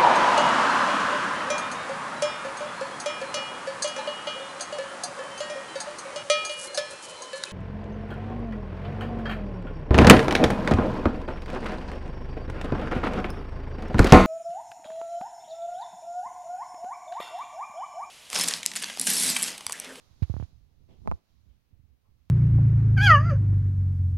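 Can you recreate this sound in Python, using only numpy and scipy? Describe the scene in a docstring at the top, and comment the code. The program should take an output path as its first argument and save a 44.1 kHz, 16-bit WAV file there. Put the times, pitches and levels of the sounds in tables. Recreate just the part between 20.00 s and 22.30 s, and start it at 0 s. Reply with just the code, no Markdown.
"""A fingertip catches and slips right beside a camera's right microphone port: a quick run of dull thumps.
The hand shifts its grip and rubs, then the casing gives two double clicks, carried straight to both
microphones and faintly answered by the walls. The place is a quiet room, heard on the hand-held camera's
own stereo pair: a low handling rumble close up, a soft hiss and two faint distant taps behind it."""
import sys
import numpy as np
from scipy import signal
from scipy.fft import rfft, irfft, next_fast_len
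from scipy.io import wavfile

SR = 44100
rng = np.random.default_rng(int(sys.argv[2]) if len(sys.argv) > 2 else 0)


def wrap_up_sound(samples):
    """Save the sound to the file named by the first command line argument, as 16-bit audio."""
    columns = np.atleast_2d(samples).T
    # keep every value between -1 and 1, then stretch to whole-number steps
    tamed = np.clip(columns, -1, 1)
    steps = np.round(tamed * 32767).astype(np.int16)
    wavfile.write(sys.argv[1], SR, steps)


N = 101429


def amp(db):
    """Decibels to gain."""
    return 10 ** (np.asarray(db) / 20)


def along(points, hz):
    """(f/Hz, value) points read on a log frequency axis."""
    f, values = np.transpose(points)
    return np.interp(np.log(hz + 1), np.log(f + 1), values)


def level(rows):
    """(t/s, level/dB) points as one gain per sample."""
    s, db = np.transpose(rows)
    return amp(np.interp(np.arange(N) / SR, s, db))


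def since(s):
    """Seconds since s, zero before it."""
    return np.maximum(np.arange(N) / SR - s, 0)


def swells(rows, rise_s, t60_s):
    """A gain that rises quickly and fades for each (t/s, level/dB) row."""
    return sum(amp(db - 60 * since(s) / t60_s) * (1 - np.exp(-since(s) / rise_s)) for s, db in rows)


def filtered(x, response):
    """x through a complex frequency response."""
    size = next_fast_len(N + SR // 2)
    return irfft(rfft(x, size) * response(np.fft.rfftfreq(size, 1 / SR)), size)[..., :N]


def noise(colour, balance=((1000, 0),), likeness=((1000, 0),)):
    """Stereo noise of rms 1; by default centred, with left and right unrelated."""
    def mid_side_gains(hz):
        angle = np.arccos(np.clip(along(likeness, hz), -1, 1)) / 2
        return amp(along(colour, hz)) * [np.cos(angle), np.sin(angle)]
    mid, side = filtered(rng.standard_normal((2, N)), mid_side_gains)
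    pair = np.array([mid + side, mid - side])
    pair = filtered(pair, lambda hz: amp(np.outer([.5, -.5], along(balance, hz))))
    return pair / np.sqrt(np.mean(pair ** 2))


def pulse(s, colour, limit_hz, pitch=1, size=16384):
    """One sharp impact at time s with the given colour, shifted in pitch and dulled above the limit."""
    hz = np.fft.rfftfreq(size, 1 / SR)
    gain = amp(along(colour, hz / pitch)) / np.sqrt(1 + (hz / limit_hz) ** 4)
    cepstrum = irfft(np.log(gain + 1e-6))
    cepstrum[1:size // 2] *= 2  # minimum phase: nothing sounds before the impact
    cepstrum[size // 2 + 1:] = 0
    impact = irfft(np.exp(rfft(cepstrum)))
    return np.pad(impact, (round(s * SR), N))[:N]


def thump(s, start_hz, end_hz=67.5, fall_s=.0054, rise_s=.0045, life_s=.019):
    """The microphone's answer to a push: a few cycles that fall in pitch."""
    t = since(s - .00068)  # the push starts just before the skin lets go
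    cycles = end_hz * t + (start_hz - end_hz) * fall_s * (1 - np.exp(-t / fall_s))
    envelope = (1 - np.exp(-t / rise_s)) * np.exp(-(t / life_s) ** 2)
    return -envelope * np.sin(2 * np.pi * cycles)


# Room tone, a little to the left
AIR_COLOUR = [(180, -9), (300, -8.5), (397, -14.5), (492, -9.5), (631, -17), (1240, -15.5), (1370, -17),
              (2650, -15.5), (6050, -31.5), (15500, -21)]  # f/Hz, density/dB
ROOM_BALANCE = [(500, 3.5), (10000, 0)]  # f/Hz, left minus right/dB
# Taps far from the camera
TAPS = [(0.014, -65.5), (2.042, -70.5)]  # t/s, level/dB
TAP_COLOUR = [(300, -34), (700, -3.5), (1200, -2), (1800, -33.5), (5000, -27), (12000, -46)]  # f/Hz, density/dB
def room(air_db=-81):
    """Still air all round, and distant taps blurred by the walls."""
    air = amp(air_db) * noise(AIR_COLOUR, ROOM_BALANCE)
    taps = swells(TAPS, rise_s=.017, t60_s=.2) * noise(TAP_COLOUR, ROOM_BALANCE)
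    return air + taps


# Background hiss, stronger in the right microphone
HISS_LEVEL = [(0, -67), (.18, -71), (.3, -64), (.42, -65.5), (.53, -75), (.65, -80.5), (.9, -80),
              (1.13, -70.5), (1.22, -81.5), (1.3, -77), (1.52, -81.5), (1.75, -85.5), (2.0, -86),
              (2.3, -81.5)]  # t/s, level/dB
HISS_COLOUR = [(300, 4), (600, 3), (1100, 1.5), (1700, -3.5), (2800, -4.5), (4000, 0.5), (6700, -4.5),
               (7600, -15.5), (12000, -13), (16000, -29)]  # f/Hz, density/dB
HISS_BALANCE = [(500, -5.5), (4000, -5.5), (10000, -5)]  # f/Hz, left minus right/dB
def hiss():
    """A soft hiss comes and goes."""
    return level(HISS_LEVEL) * noise(HISS_COLOUR, HISS_BALANCE)


# Decay of the room around the camera
ROOM_T60 = [(200, 0.55), (1000, 0.29), (4000, .35), (12000, .25)]  # f/Hz, time to fall 60 dB/s
def wall_echo(click, low_cut_hz=450):
    """The walls return a click to both microphones; the small casing radiates no deep bass."""
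    hz, t, spectra = signal.stft(rng.standard_normal((2, SR // 2)), SR, nperseg=256)
    decay = amp(-60 * t / along(ROOM_T60, hz)[:, None])
    tail = signal.istft(spectra * decay, SR, nperseg=256)[1]
    wet = signal.fftconvolve(click[None], tail / np.linalg.norm(tail[0]), axes=1)[:, :N]
    return filtered(wet, lambda f: (1j * f / (low_cut_hz + 1j * f)) ** 2)


# Handling rumble and soft bumps on the camera body, mostly in the right microphone
RUMBLE_LEVEL = [(0, -65), (.12, -61), (.18, -56), (.3, -54.5), (.42, -48), (.48, -56), (.56, -55),
                (.65, -60), (.76, -65), (.81, -53), (.87, -59), (.97, -53.5), (1.05, -47), (1.14, -44),
                (1.19, -72.5), (1.25, -75), (1.33, -60.5), (1.44, -62.5), (1.5, -56), (1.6, -68),
                (1.68, -72), (1.72, -59), (1.83, -61.5), (1.95, -60.5), (2.0, -75), (2.1, -61), (2.16, -64),
                (2.3, -65.5)]  # t/s, level/dB
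RUMBLE_COLOUR = [(13, 1), (22, -45), (39, -0.5), (70, 2), (91, 0), (187, -14.5), (250, -16.5), (360, -23),
                 (623, -45), (700, -29), (910, -58), (1540, -120)]  # f/Hz, density/dB
RUMBLE_BALANCE = [(60, -15.5), (200, -15.5), (500, -4)]  # f/Hz, left minus right/dB
BUMPS = [(.108, -45), (0.528, -43.5), (0.664, -56), (.715, -50), (.8, -47), (1.467, -45.5), (1.727, -42),
         (1.795, -43), (1.835, -46.5), (2.091, -53)]  # t/s, level/dB
def hand_rumble(bump_left_db=-20):
    """The holding hand rumbles and bumps against the camera."""
    rumble = level(RUMBLE_LEVEL) * noise(RUMBLE_COLOUR, RUMBLE_BALANCE)
    bumps = sum(amp(db) * thump(s, start_hz=170) for s, db in BUMPS)
    return rumble + np.array([amp(bump_left_db) * bumps, bumps])


# Skin on the casing, close up and right of centre: a dull rub and faint bright brushes
RUB_LEVEL = [(0, -95), (.5, -84), (.62, -87), (.71, -73.5), (.77, -82), (.83, -72.5), (.875, -85),
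             (.89, -58.5), (.925, -59.5), (.96, -67), (.99, -70), (1.03, -108), (1.065, -57.5), (1.14, -63),
             (1.28, -89), (1.42, -86), (1.51, -74.5), (1.62, -92), (1.69, -88), (1.73, -78), (1.82, -86.5),
             (1.91, -79), (2.0, -85.5), (2.1, -79.5), (2.3, -103)]  # t/s, level/dB
RUB_COLOUR = [(100, -5), (190, 5.5), (300, 2), (550, -3), (900, -11), (1400, -26), (2200, -20.5),
              (4500, -27.5), (12000, -47)]  # f/Hz, density/dB
RUB_LIKENESS = [(500, 0.09), (1200, 0.22), (3000, -0.015)]  # f/Hz, left-right correlation
SKIN_BALANCE = [(300, -5.5), (3000, -2.5)]  # f/Hz, left minus right/dB
BRUSHES = [(.903, -72.5), (1.287, -83.5), (1.49, -80.5)]  # t/s, level/dB
BRUSH_COLOUR = [(1000, -23), (2400, -12), (3150, -1.5), (4200, -13), (7000, -24.5), (12000, -34.5)]  # f/Hz, density/dB
def hand_rub():
    """The hand slides over the camera, rubbing hardest just before the clicks."""
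    rub = level(RUB_LEVEL) * noise(RUB_COLOUR, SKIN_BALANCE, RUB_LIKENESS)
    brushes = swells(BRUSHES, rise_s=.0021, t60_s=.4) * noise(BRUSH_COLOUR, SKIN_BALANCE)
    return rub + brushes


# The casing's response at the near, right microphone, and its small creaks before the clicks
CASING_COLOUR = [(30, -27), (70, 9.5), (120, 12), (190, 18.5), (320, 8.5), (690, 10), (1080, 10), (1380, 3),
                 (1720, -7.5), (2500, -5.5), (3350, -25), (5200, -23.5), (7800, -28), (11500, -23.5),
                 (16000, -36)]  # f/Hz, level/dB
CREAKS = [(0.884, -36, 500), (0.918, -30.5, 350), (1.017, -18, 220), (1.035, -21, 220), (1.048, -18, 300),
          (1.053, -18.5, 400), (1.059, -9.5, 444)]  # t/s, level/dB, treble limit/Hz
# Double clicks: t/s, level/dB, pitch factor, treble limit/Hz,
# gap to rebound/s, rebound level/dB, rebound treble limit/Hz, thump level/dB
CLICKS = [(1.0751, 1, 0.92, 6960, 0.00448, -0.5, 812, -16),
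          (1.1144, -.5, 1.002, 6000, 0.0057, -0.5, 1223, -20.5)]
def casing(rock_lag_s=.0059, lag_hz=1440, far_db=-3, far_hz=820, far_q=1.3, treble_share=.41):
    """The casing creaks and clicks under the grip, shaking the two microphones in opposite directions."""
    near = sum(amp(db) * pulse(s, CASING_COLOUR, limit_hz) for s, db, limit_hz in CREAKS)
    for s, db, pitch, limit_hz, gap_s, rebound_db, rebound_hz, thump_db in CLICKS:
        near += amp(db) * pulse(s, CASING_COLOUR, limit_hz, pitch)
        near += amp(rebound_db) * pulse(s + gap_s, CASING_COLOUR, rebound_hz, pitch)
        near += amp(thump_db) * thump(s + gap_s + rock_lag_s, start_hz=80)  # camera rocks in the hand
    # The casing passes the treble first, the lows a little later.
    near = filtered(near, lambda hz: (lag_hz - 1j * hz) / (lag_hz + 1j * hz))
    dulled = filtered(near, lambda hz: 1 / (1 + 1j * hz / far_hz / far_q - (hz / far_hz) ** 2))
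    far = treble_share * near + (1 - treble_share) * dulled
    return np.array([-amp(far_db) * far, near])


# Slips at the edge of the right microphone port:
# t/s, thump level/dB, starting f/Hz, snap level/dB, snap treble limit/Hz, scrape level/dB
SLIPS = [(0.2221, -8.5, 211, -9.5, 900, -45.5), (0.2984, -14, 195, -3, 710, -57.5),
         (0.3405, -20, 208, -2, 1980, -61), (0.3663, -20.5, 205, -1.5, 1800, -60),
         (0.3995, -20, 215, -2.5, 2180, -57), (0.41, -60, 201, -12, 900, -91),
         (.426, -21, 210, -4.5, 2040, -57)]
# Skin letting go, then scraping on
SNAP_COLOUR = [(60, -1.5), (200, 10.5), (450, 2), (900, -2.5), (1500, -12.5), (3000, -24.5), (8000, -31),
               (16000, -60)]  # f/Hz, level/dB
SCRAPE_COLOUR = [(300, -4), (900, 4), (2000, -2.5), (4000, -4.5), (6500, -15), (8000, -21.5), (12000, -21),
                 (16000, -35)]  # f/Hz, density/dB
def fingertip(left_leak_db=-38, scrape_peak_s=.0061):
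    """Each slip pushes air into the right port: a falling thump, a small snap and a brief scrape."""
    port = np.zeros(N)
    skin = noise(SCRAPE_COLOUR)[1]
    for s, thump_db, start_hz, snap_db, limit_hz, scrape_db in SLIPS:
        port += amp(thump_db) * thump(s, start_hz)
        port -= amp(snap_db) * pulse(s, SNAP_COLOUR, limit_hz)
        age = since(s) / scrape_peak_s
        port += amp(scrape_db) * age * np.exp(1 - age) * skin
    return np.array([amp(left_leak_db) * port, port])


def scene(echo_db=-30):
    """The quiet room behind, the handling right at the microphones."""
    slips = fingertip()
    clicks = casing()
    echo = amp(echo_db) * wall_echo(clicks[1])
    hand = hand_rumble() + hand_rub()
    return room() + hiss() + echo + hand + clicks + slips


def record(dry, top_hz=16050):
    """The camera keeps nothing above its band limit."""
    return filtered(dry, lambda hz: hz < top_hz)


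dry = scene()
out = record(dry)
wrap_up_sound(out)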